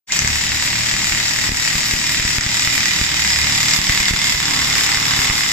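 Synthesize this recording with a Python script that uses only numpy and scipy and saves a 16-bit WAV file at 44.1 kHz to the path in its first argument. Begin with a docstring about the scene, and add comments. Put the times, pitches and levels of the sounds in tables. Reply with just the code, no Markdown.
"""A cordless shear cuts a steel sheet on a workbench, biting about 37 times a second.
Each bite is an impulse: a chirp, a snap and a crunch that set the blade and the sheet's modes ringing.
Between bites the gears rattle and the cut edge grinds along the jaws; the bench hums in forced vibration.
Now and then a hard bite thumps or the binding steel squeaks. Near the end the tool leans on the sheet,
which growls and drones. The workshop adds a short reverberation."""
import sys
import numpy as np
from scipy import signal
from scipy.fft import rfft, irfft, next_fast_len
from scipy.io import wavfile
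from scipy.ndimage import map_coordinates

SR = 44100
rng = np.random.default_rng(int(sys.argv[2]) if len(sys.argv) > 2 else 0)


def file_out(sig):
    """Save sig as 16-bit WAV at sys.argv[1]."""
    # one column per channel
    cols = np.atleast_2d(sig).T
    # limit, then scale
    lim = np.clip(cols, -1, 1)
    pcm = np.round(lim * 32767).astype(np.int16)
    wavfile.write(sys.argv[1], SR, pcm)


N = 243431

# the motor, once spun up, sags and recovers with the steel's resistance: (time [s], stroke rate [Hz])
STROKE_RATE = [(0.18, 35.57), (0.57, 37.98), (1.13, 38.3), (1.21, 37.07), (1.42, 38.5), (1.53, 37.52),
               (1.72, 38.67), (2.49, 37.49), (2.57, 38.13), (3.15, 38.72), (3.32, 35.06), (3.45, 37.09),
               (3.76, 38.03), (3.99, 37.12), (4.39, 37.88), (4.55, 36.59), (5.5, 36.84)]
# how hard the tool is pushed: (time [s], level [dB], emphasis of the bites [dB])
LOAD = [(.14, -20.5, -2.5), (.6, -19.5, 0), (1.4, -19, 1), (2.3, -19.5, 1), (2.65, -18.5, 2),
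        (3.05, -19, 2), (3.55, -18.5, 3.5), (3.95, -18.5, 4.5), (4.4, -19.5, 1.5), (4.6, -19, 2),
        (5.15, -17.5, 0), (5.45, -19, 0)]
# the jaws bind and grind louder: (start [s], end [s], gain [dB])
BINDS = [(0.12, 0.173, 3.5), (3.677, 3.755, 2), (4.076, 4.105, 2), (4.236, 4.326, 1.2), (4.74, 4.948, 0.5),
         (5.097, 5.264, 0.8)]
# broad resonances of the cutting head: (frequency [Hz], bandwidth [Hz], gain [dB])
HEAD_MODES = [(1906, 800, 7), (3826, 310, 5), (4735, 440, 5.5), (5596, 630, 7.5), (7060, 930, 7.5)]
# modes of the sheet: (frequency [Hz], bandwidth [Hz], early level [dB], midway level [dB], late level [dB])
SHEET_MODES = [(624, 17, -0.5, -6, -16), (689, 5.7, -11, -10, 0), (813, 8.4, 1.5, -2, 1),
               (865.5, 15, -0.5, -2, -2), (1034, 25, -13, -21, -1), (1092, 15, -19, -11, 6),
               (1836, 13, -1.5, 2, 2.5), (1935, 22, 12, 13, -4), (2022, 14.4, 1, 9, 13),
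               (2044, 26, 6, 12, -2.5), (2129, 16, -4, 8, 12.5), (2355, 64, -4, 6.5, -6),
               (2470, 64, 3.5, 3, -1), (2704, 17, 10.5, 6, 9.5), (3480, 150, -24, -1.5, 4),
               (3820, 26, 9, 10, -7), (5060, 42, -13, -4, -4)]
# the early, midway and late stages of the cut: (time [s])
CUT_STAGES = (1.4, 3.0, 4.4)
# resonances of the bench: (frequency [Hz], bandwidth [Hz], gain [dB])
BENCH_MODES = [(200.5, 16, 6), (272, 28, 3.5)]
# partials of the shaking tool: (multiple of the stroke rate) and (level [dB])
SHAKE_HARMONICS = (2, 3, 4)
SHAKE_LEVELS = (-41, -43, -45.5)
# swells of the shaking: (time [s], multiple of the stroke rate, half width [s], peak level [dB])
BUCKS = [(.32, 2, 0.059, -26.5), (0.545, 2, 0.081, -32), (0.825, 3, 0.071, -33), (1.107, 2, 0.052, -32.5),
         (2.72, 3, 0.16, -45), (3.208, 2, 0.089, -37), (3.407, 2, 0.081, -30), (3.58, 3, 0.085, -37),
         (3.95, 5, 0.39, -34.5), (4.648, 2, 0.079, -39), (5.11, 3, 0.11, -39)]
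# strength of the chirp before each bite: (time [s], peak level [dB])
CHIRP_LEVELS = [(.14, -38), (.185, -24), (.23, -27), (.6, -24), (.85, -26), (1.6, -22), (2.9, -22),
                (3.12, -24), (3.3, -15.5), (3.6, -22), (3.8, -24), (4.4, -22), (4.75, -18), (5.15, -19.5),
                (5.45, -19.5)]
# partials of the struck blade: (frequency [Hz], relative level [dB])
BLADE_MODES = [(2050, -1.5), (3500, -12), (5000, 0), (7100, 0)]
# the blade rebounds in its guide: (delay after the snap [s], relative level [dB])
REBOUNDS = [(.0022, -9), (.007, -10), (.0115, -13)]
# the steel squeaks on the blade: (time [s], relative level [dB])
SQUEAKS = [(0.1217, -7.5), (0.1906, -6.5), (0.2756, -8.5), (1.57, -16), (2.409, -15.5), (2.595, -15),
           (2.648, -23), (2.674, -18), (2.805, -13), (2.856, -12), (2.881, -24), (3.275, -16), (3.656, -22),
           (3.6825, -17), (3.736, -18), (4.0811, -18), (4.781, -15)]
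# hard bites, a low thump after which the level dips briefly: (time [s], thump level [dB], dip scale [dB])
HARD_BITES = [(0.2199, -17, 0), (0.248, -14, -0.5), (0.94, -16.5, 2), (1.121, -16, 0), (1.492, -10.5, 8.5),
              (1.519, -12.5, 3.5), (1.753, -14.5, 0.5), (1.937, -11, 3), (2.197, -14, 2),
              (2.251, -11.5, 0.5), (2.384, -12, 10), (2.464, -16, 2), (2.674, -18, 2.5), (3.014, -11, 1),
              (3.789, -13.5, 5.5), (3.897, -7.5, -0.5), (4.003, -17.5, 0.5), (4.109, -10, 11.5),
              (4.137, -12.5, -3), (4.348, -17, 4.5), (4.972, -19, 4.5), (5.137, -22, 2.5),
              (5.19, -15.5, 0.5), (5.299, -9, 4.5)]
# the binding steel squeals: (time [s], half width [s], frequency [Hz], peak level [dB])
SQUEALS = [(3.325, .05, 5080, -22), (3.738, .003, 4950, -10)]
# partials of the leaned-on sheet: (multiple of the stroke rate) and (level [dB])
DRONE_HARMONICS = (4, 5, 7, 8, 11, 22)
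DRONE_LEVELS = (-41, -50, -39.5, -41.5, -48.5, -46)
# spectral envelopes of the sources: (frequency [Hz], relative spectral density [dB])
GEAR_SPECTRUM = [(100, -5.5), (300, -6.5), (500, -12.5), (900, -1.5), (1500, -4), (3000, 2.5), (4300, -2),
                 (6300, -3.5), (7800, 1), (8500, -12), (10000, -18), (11000, -13), (15000, -14)]
HUM_SPECTRUM = [(20, -22), (60, -5.5), (115, -3), (180, -0.5), (290, -6.5), (480, -21), (800, -10),
                (1400, -49), (3000, -100)]
RUMBLE_SPECTRUM = [(8, -18), (20, -9), (40, -6.5), (150, -3.5), (400, -13.5), (2000, -88.5)]
BITE_SPECTRUM = [(100, -11), (520, -20), (900, 4.5), (1500, 6), (3000, -4), (4200, 6.5), (4900, 12),
                 (6300, -2), (7800, 5), (8500, -13), (10000, -14), (11000, -3), (15000, -7)]
SNAP_SPECTRUM = [(100, -21), (500, -18.5), (900, -9), (1400, -3), (2000, 6.5), (2600, 1), (3400, -20.5),
                 (6000, -26.5), (15000, -32.5)]
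SQUEAK_SPECTRUM = [(500, -17), (1800, 13), (3800, -4), (4900, 7), (6200, 9.5), (7300, 12.5), (8500, -3),
                   (15000, -52)]
GROWL_SPECTRUM = [(150, -22), (270, -6), (380, -9.5), (550, -3), (800, -3), (1150, 7), (1500, -15),
                  (2500, -14)]
# decay of the workshop: (frequency [Hz], reverberation time [s])
ROOM_T60 = [(200, 0.012), (2000, 0.32), (12000, 0.14)]
# width of the sound field: (frequency [Hz], side over mid [dB])
STEREO_WIDTH = [(50, -13), (110, -10), (200, -5), (380, 0), (700, 1), (1300, -2.5), (2400, -1), (4400, 0)]
# balance between the channels: (time [s], left over right [dB])
BALANCE = [(0, 0.5), (2, 0.8), (2.8, -0.5), (5.5, -0.5)]

SWITCH_ON_S, SPIN_UP_S, FIRST_BITE_S = 0.068, 0.108, 0.122
BITE_SIDE_DB, RATTLE_SIDE_DB = -4, 1  # bites arrive straight from the blade, the rattle from all around
TIME = np.arange(N) / SR
FFT_SIZE = 2 * next_fast_len(N // 2 + SR // 4)


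def amp(db):
    """Amplitude ratio of a level in decibels."""
    return 10 ** (np.asarray(db) / 20)


def unit(x):
    """Normalisation to an rms of 1."""
    return x / np.sqrt(np.mean(x ** 2) + 1e-20)


def along(points, hz):
    """Interpolation of (frequency [Hz], value) points on a logarithmic axis."""
    f, v = np.transpose(points)
    return np.interp(np.log(hz + 1), np.log(f + 1), v)


def curves(rows):
    """Linear interpolation, sample by sample, of each column after the time."""
    times, *columns = np.transpose(rows)
    return [np.interp(TIME, times, column) for column in columns]


def wobble(rate):
    """Smooth random modulation with rate knots a second."""
    return map_coordinates(rng.standard_normal(int(N * rate / SR) + 4), [np.arange(N) * rate / SR])


def bell(offset, width):
    """Gaussian envelope, down to 1/e at an offset of one width."""
    return np.exp(-(offset / width) ** 2)


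def held(start, end, edge_s):
    """Trapezoidal gate, open from start to end."""
    return np.clip(np.minimum(TIME - start, end - TIME) / edge_s + .5, 0, 1)


def switched_on(rise_s):
    """Linear ramp from 0 to 1, beginning at switch-on."""
    return np.clip((TIME - SWITCH_ON_S) / rise_s, 0, 1)


def filtered(x, response):
    """Linear filtering: the spectrum of x times a complex frequency response."""
    return irfft(rfft(x, FFT_SIZE) * response(np.fft.rfftfreq(FFT_SIZE, 1 / SR)), FFT_SIZE)[..., :N]


def band(x, gains):
    """Zero-phase filtering by (frequency [Hz], linear gain) points."""
    return filtered(x, lambda hz: along(gains, hz))


def coloured(x, spectrum, resonances=()):
    """Minimum-phase filtering by a spectral envelope with resonance peaks on top."""
    def response(hz):
        peaks_db = sum(db / (1 + (2 * (hz - centre) / width) ** 2) for centre, width, db in resonances)
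        cepstrum = irfft(np.log(amp(along(spectrum, hz) + peaks_db)))
        half = len(cepstrum) // 2
        return np.exp(rfft(cepstrum * np.r_[1, np.full(half - 1, 2), np.zeros(half)]))
    return filtered(x, response)


def whitened(bursts):
    """Whitening: each burst keeps its phases and takes a flat magnitude spectrum."""
    return irfft(np.exp(1j * np.angle(rfft(bursts))), bursts.shape[-1])


def stereo(pair, side_db=0, echoed=0.51):
    """Decorrelation: reflections off the bench top widen the treble; the bass stays nearly central."""
    t = np.arange(SR // 50) / SR
    reflections = whitened(rng.standard_normal(len(t)) * np.exp(-t / 0.0014))
    reflections *= np.hanning(2 * len(t))[len(t):]
    echo = signal.fftconvolve(pair[0], reflections / np.linalg.norm(reflections))[:N]
    wide = np.sqrt(1 - echoed) * pair[1] + np.sqrt(echoed) * echo
    mid = filtered(pair[0], lambda hz: 1 / np.hypot(1, amp(along(STEREO_WIDTH, hz))))
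    side = amp(side_db) * filtered(wide, lambda hz: 1 / np.hypot(1, amp(-along(STEREO_WIDTH, hz))))
    return unit(np.array([mid + side, mid - side]))


def strikes(times, sizes, length_s, alike):
    """Impacts as two channels of broadband bursts; in the first, the share alike is a pure impulse."""
    t = np.arange(SR // 100) / SR
    grain = np.sqrt([[[1 - alike]], [[1]]]) * rng.standard_normal((2, len(times), len(t)))
    envelope = t / length_s * np.exp(-t / length_s)
    bursts = grain * envelope / np.linalg.norm(envelope)
    bursts[0, :, envelope.argmax()] += np.sqrt(alike)
    bursts = whitened(bursts) * bell(t, 10 * length_s)
    starts = np.round(np.clip(times, 0, None) * SR).astype(int)
    samples = (starts[:, None] + np.arange(len(t))).ravel()
    return np.array([np.bincount(samples, (c * sizes[:, None]).ravel(), N)[:N] for c in bursts])


def roughness(turns, drift, fresh, size=1200):
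    """Quasi-periodic noise: a drifting profile recurs each stroke; the share fresh is always new."""
    profiles = rng.standard_normal((2, 64, size))
    place = [TIME * drift, turns % 1 * size]
    recurring = unit(np.array([map_coordinates(p, place, order=1, mode="grid-wrap") for p in profiles]))
    return np.sqrt(1 - fresh) * recurring + np.sqrt(fresh) * rng.standard_normal((2, N))


def crank():
    """Phase is the integral of rate: blade strokes counted from the first bite."""
    turns = np.cumsum(curves(STROKE_RATE)[0] * switched_on(SPIN_UP_S)) / SR
    return turns - turns[round(FIRST_BITE_S * SR)]


def bite_times(turns):
    """One bite falls on each whole turn of the crank."""
    return np.interp(np.arange(int(turns[-1]) + 1), turns, TIME)


def gear_teeth(turns, count, uneven_db, scatter_db, jitter_s):
    """Periodic impacts: the teeth knock in an uneven pattern that recurs with every stroke."""
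    strokes = np.arange(-1, int(turns[-1]) + 1)[:, None]
    place = (np.arange(count) + rng.random(count)) / count
    times = np.interp((strokes + place).ravel(), turns, TIME, right=N / SR)
    tooth_db = uneven_db * rng.standard_normal(count)
    sizes = amp(tooth_db + scatter_db * rng.standard_normal((len(strokes), count))).ravel()
    times += jitter_s * rng.standard_normal(len(times))
    return unit(strikes(times, sizes, length_s=.0003, alike=0.35))


def grinding(turns, rough_db, swing_db):
    """Sliding friction: the cut edge scrapes along the jaws, most in the first half of each stroke."""
    drag_db = swing_db * np.sin(2 * np.pi * turns) + rough_db * wobble(900)
    return unit(roughness(turns, drift=3.055, fresh=0.89) * amp(drag_db))


def hush(turns, depth_db, lead_strokes, width_strokes):
    """Amplitude modulation: the rattle eases while the blade presses on the steel before each bite."""
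    offset = (turns + lead_strokes + .5) % 1 - .5
    return amp(-depth_db * bell(offset, width_strokes))


def sheet_ring(force):
    """Modal superposition: the sheet's damped modes trade strength as the cut grows."""
    f = np.fft.rfftfreq(FFT_SIZE, 1 / SR)
    modes = np.array([(-1) ** k * 1j * f * width / (centre ** 2 - f ** 2 + 1j * f * width)
                      for k, (centre, width, *_) in enumerate(SHEET_MODES)])
    ring = 0
    for levels_db, stage in zip(np.transpose(SHEET_MODES)[2:], np.eye(len(CUT_STAGES))):
        share = np.interp(TIME, CUT_STAGES, stage)
        ring = ring + share * filtered(force, lambda hz: amp(levels_db) @ modes)
    return unit(ring)


def bench(turns):
    """Forced vibration: tool and bench shake at harmonics of the stroke rate, over a dull rumble."""
    force = roughness(turns, drift=4, fresh=.5)
    hum_db = -36.5 + 0.3 * TIME + 1.3 * wobble(16)  # rises as the jaws travel onto the bench
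    hum = amp(hum_db) * stereo(coloured(force, HUM_SPECTRUM, BENCH_MODES))
    shake = sum(amp(db + 0.88 * wobble(5.75)) * np.sin(2 * np.pi * k * turns + 0.21 * wobble(7))
                for k, db in zip(SHAKE_HARMONICS, SHAKE_LEVELS))
    bucks = sum(amp(db) * bell(TIME - at, width) * np.sin(2 * np.pi * k * turns)
                for at, k, width, db in BUCKS)
    rumble = amp(-37) * stereo(coloured(rng.standard_normal((2, N)), RUMBLE_SPECTRUM))
    return hum + shake + bucks + rumble


def workshop(x):
    """Reverberation: reflections from the walls decay exponentially, each frequency at its own rate."""
    hz, t, noise = signal.stft(rng.standard_normal((2, SR // 2)), SR, nperseg=256)
    tail = signal.istft(noise * amp(-60 * t / along(ROOM_T60, hz)[:, None]), SR, nperseg=256)[1]
    tail = np.pad(tail / np.linalg.norm(tail[0]), ((0, 0), (SR // 200, 0)))  # 5 ms of travel
    return signal.fftconvolve(x, tail, axes=1)[:, :N]


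def gear_whirr(turns, harmonic, at_s, width_s):
    """Swept excitation: at spin-up the gear-mesh tone rises briefly through the head's resonances."""
    swell = amp(-22.5) * bell(TIME - at_s, width_s)
    mesh = np.sin(2 * np.pi * harmonic * turns + 1.3 * wobble(700))
    return coloured(swell * mesh, GEAR_SPECTRUM, HEAD_MODES)


def chirps(turns, pitch_hz, fall_hz_per_s, lead_s, width_s):
    """Friction tone: before each bite the blade slides under rising pressure, and the pitch falls."""
    stroke = np.clip(np.round(turns).astype(int), 0, int(turns[-1]))
    size, detune, early, spread = rng.standard_normal((int(turns[-1]) + 1, 4))[stroke].T
    t = TIME - bite_times(turns)[stroke] + lead_s + .0009 * early
    phase = 2 * np.pi * t * (pitch_hz + 110 * detune - fall_hz_per_s * t / 2) + .45 * wobble(700)
    swell = amp(curves(CHIRP_LEVELS)[0] + 1.3 * size) * bell(t, width_s)
    return swell * np.sin(phase + spread * np.array([[.7], [-.7]]))


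def bites(turns, scatter_db, lead_s):
    """Shear fracture: once a stroke the steel gives way in a brief crunch."""
    times = bite_times(turns)
    sizes = amp(scatter_db * rng.standard_normal(len(times)))
    return unit(strikes(times - lead_s, sizes, length_s=0.00048, alike=0.15))


def blade_ring(turns, decay_s, scatter_db, detune):
    """Damped free vibration: every bite sets the blade ringing for a few milliseconds."""
    t = np.arange(SR // 100) / SR
    starts = np.searchsorted(turns, np.arange(int(turns[-1]) + 1)) - round(decay_s * SR)
    ring = 0
    for hz, db in BLADE_MODES:
        size, pitch, phase = rng.standard_normal((len(starts), 3)).T[:, :, None]
        cycles = hz * (1 + detune * pitch) * t + phase / 10
        ring = ring + amp(db + scatter_db * size) * np.sin(2 * np.pi * cycles)
    ring = ring * t / decay_s * np.exp(-t / decay_s)
    samples = (starts[:, None] + np.arange(len(t))).ravel()
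    return unit(np.bincount(samples, ring.ravel(), N)[:N])


def snaps(turns, lean, scatter_db, jitter_s):
    """Impact transients: the steel snaps, the blade rebounds, and a leaned-on sheet slaps the jaws."""
    times = bite_times(turns)
    hard = np.abs(times[:, None] - np.array(HARD_BITES)[:, 0]).min(axis=1) < .01
    sizes = amp(scatter_db * rng.standard_normal(len(times)) + 3.5 * hard)

    def tick(delay_s):
        return strikes(times - .0005 + delay_s, sizes, length_s=.00016, alike=.92)

    def loose_tick(delay_s):
        return tick(delay_s + jitter_s * rng.standard_normal(len(times)))

    rebounds = sum(amp(db) * loose_tick(delay_s) for delay_s, db in REBOUNDS)
    snap = tick(0)
    slap = amp(-5) * lean * loose_tick(delay_s=0.011)
    return stereo(coloured(snap + rebounds + slap, SNAP_SPECTRUM), BITE_SIDE_DB)


def squeaks(decay_s, pitch_hz, tone_db):
    """Stick-slip friction of steel on the blade: a bright crunch with a brief tone."""
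    t = np.arange(SR // 40) / SR
    envelope = t / decay_s * np.exp(1 - t / decay_s)
    slips = np.zeros((2, N))
    for at, db in SQUEAKS:
        hz = pitch_hz * (1 + 0.086 * rng.standard_normal())
        tone = amp(tone_db) * np.sin(2 * np.pi * (hz * t + rng.random((2, 1))))
        start = round(at * SR)
        slips[:, start:start + len(t)] += amp(db) * envelope * (rng.standard_normal((2, len(t))) + tone)
    return coloured(slips, SQUEAK_SPECTRUM)


def hard_bites(rise_s, recovery_s):
    """Low-frequency transient: a thump, after which the level dips briefly. Gives (thumps, dip [dB])."""
    thumps, dip_db = np.zeros(N), np.zeros(N)
    for at, db, drop_db in HARD_BITES:
        t = np.arange(N - round(at * SR)) / SR
        thumps[-len(t):] += rng.choice([-1, 1]) * amp(db) * t / rise_s * np.exp(1 - t / rise_s)
        dip_db[-len(t):] -= drop_db * (1 - np.exp(-t / rise_s)) * np.exp(-t / recovery_s)
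    return filtered(thumps, lambda hz: 1j * hz / (22 + 1j * hz)), dip_db  # high-pass at 22 Hz


def squeals(waver_rad):
    """Friction-excited vibration: the binding steel sounds a brief tone of unsteady pitch."""
    phase = waver_rad * wobble(200) + np.array([[.5], [-.5]])
    return sum(amp(db) * bell(TIME - at, width) * np.sin(2 * np.pi * hz * TIME + phase)
               for at, width, hz, db in SQUEALS)


def growl(turns, swing_db, peak_strokes):
    """Forced bending: the leaned-on sheet flexes roughly in mid-stroke and drones at stroke harmonics."""
    flex = roughness(turns, drift=3, fresh=.45)
    flex = unit(flex * amp(swing_db * np.cos(2 * np.pi * (turns - peak_strokes))))
    drone = sum(amp(db + 3 * wobble(12)) * np.sin(2 * np.pi * k * turns + .5 * wobble(14))
                for k, db in zip(DRONE_HARMONICS, DRONE_LEVELS))
    return amp(-34) * stereo(coloured(flex, GROWL_SPECTRUM)) + drone


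def shifting_timbre(metal, lean):
    """Band modulation: the low ring grows under the lean and the bright scrape wavers."""
    low_ring = band(metal, [(450, 0), (700, 1), (1400, 1), (1900, 0)])
    scrape = band(metal, [(5500, 0), (6500, 1)])
    scrape_db = 0.55 - 0.12 * TIME + 0.78 * wobble(17)
    return metal + (amp(-1.77 + 2 * lean) - 1) * low_ring + (amp(scrape_db) - 1) * scrape


def treble_flicker(x, depth_db):
    """Random amplitude modulation: the highest treble flickers in level."""
    treble = band(x, [(8300, 0), (9500, 1)])
    return x + (amp(depth_db * wobble(30)) - 1) * treble


def scene():
    """Superposition: one crank keeps the bites, gears, scraping and hum in step."""
    turns = crank()
    load_db, bite_db = curves(LOAD)
    thumps, dip_db = hard_bites(rise_s=0.0015, recovery_s=0.038)
    level_db = load_db + dip_db + sum(db * held(start, end, edge_s=0.0054) for start, end, db in BINDS)
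    lean = held(4.45, 5.38, edge_s=0.1)  # the tool is tipped up and leans on the sheet

    bite = amp(bite_db + 1) * bites(turns, scatter_db=0.5, lead_s=0.000912)
    knocks = gear_teeth(turns, count=26, uneven_db=0.5, scatter_db=2.5, jitter_s=.0001)
    rattle = amp(-9.5) * (knocks + grinding(turns, rough_db=2.5, swing_db=1.7))
    rattle *= hush(turns, depth_db=2, lead_strokes=0.19, width_strokes=0.073)
    blade = np.array([blade_ring(turns, decay_s=.00065, scatter_db=1.1, detune=.035) for _ in range(2)])

    blows = amp(-10) * stereo(coloured(bite, BITE_SPECTRUM, HEAD_MODES), BITE_SIDE_DB)
    blows += amp(-12.5) * stereo(amp(bite_db) * blade)
    blows += amp(-7.5 + bite_db / 4) * snaps(turns, lean, scatter_db=2.5, jitter_s=.0005)
    scratch = stereo(coloured(bite, [(5500, -22), (7200, 8), (9000, -22)]))
    blows += amp(-17) * lean * scratch
    clatter = stereo(coloured(rattle, GEAR_SPECTRUM, HEAD_MODES), RATTLE_SIDE_DB)
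    sheet = stereo(sheet_ring(bite + amp(0.5) * rattle))
    metal = shifting_timbre(amp(-0.56) * blows + amp(-0.52) * clatter + amp(-8) * sheet, lean)
    cutting = amp(level_db) * treble_flicker(metal, depth_db=2.1)

    running = switched_on(rise_s=0.062) ** 1.08
    whirr = gear_whirr(turns, harmonic=160, at_s=0.108, width_s=0.013)
    tool = cutting + whirr + squeals(waver_rad=2) + bench(turns) * switched_on(SPIN_UP_S)
    tool = running * tool + lean * growl(turns, swing_db=4, peak_strokes=0.46)
    chirping = chirps(turns, pitch_hz=5193, fall_hz_per_s=70000, lead_s=0.0039, width_s=0.0046)
    tool += running * amp(dip_db) * chirping
    tool += amp(-3) * squeaks(decay_s=0.0008, pitch_hz=5100, tone_db=-8)
    hiss = amp(-91) * rng.standard_normal((2, N))
    balance = amp(curves(BALANCE)[0] * np.array([[.5], [-.5]]))
    return (tool + amp(-8) * workshop(tool) + amp(-1) * thumps + hiss) * balance


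def record(dry):
    """Soft saturation rounds the highest peaks; a low-pass filter limits the bandwidth."""
    rounded = dry / (1 + np.abs(dry / 1.05) ** 6) ** (1 / 6)
    return filtered(rounded, lambda hz: hz < 15250)


dry = scene()
out = record(dry)
file_out(out)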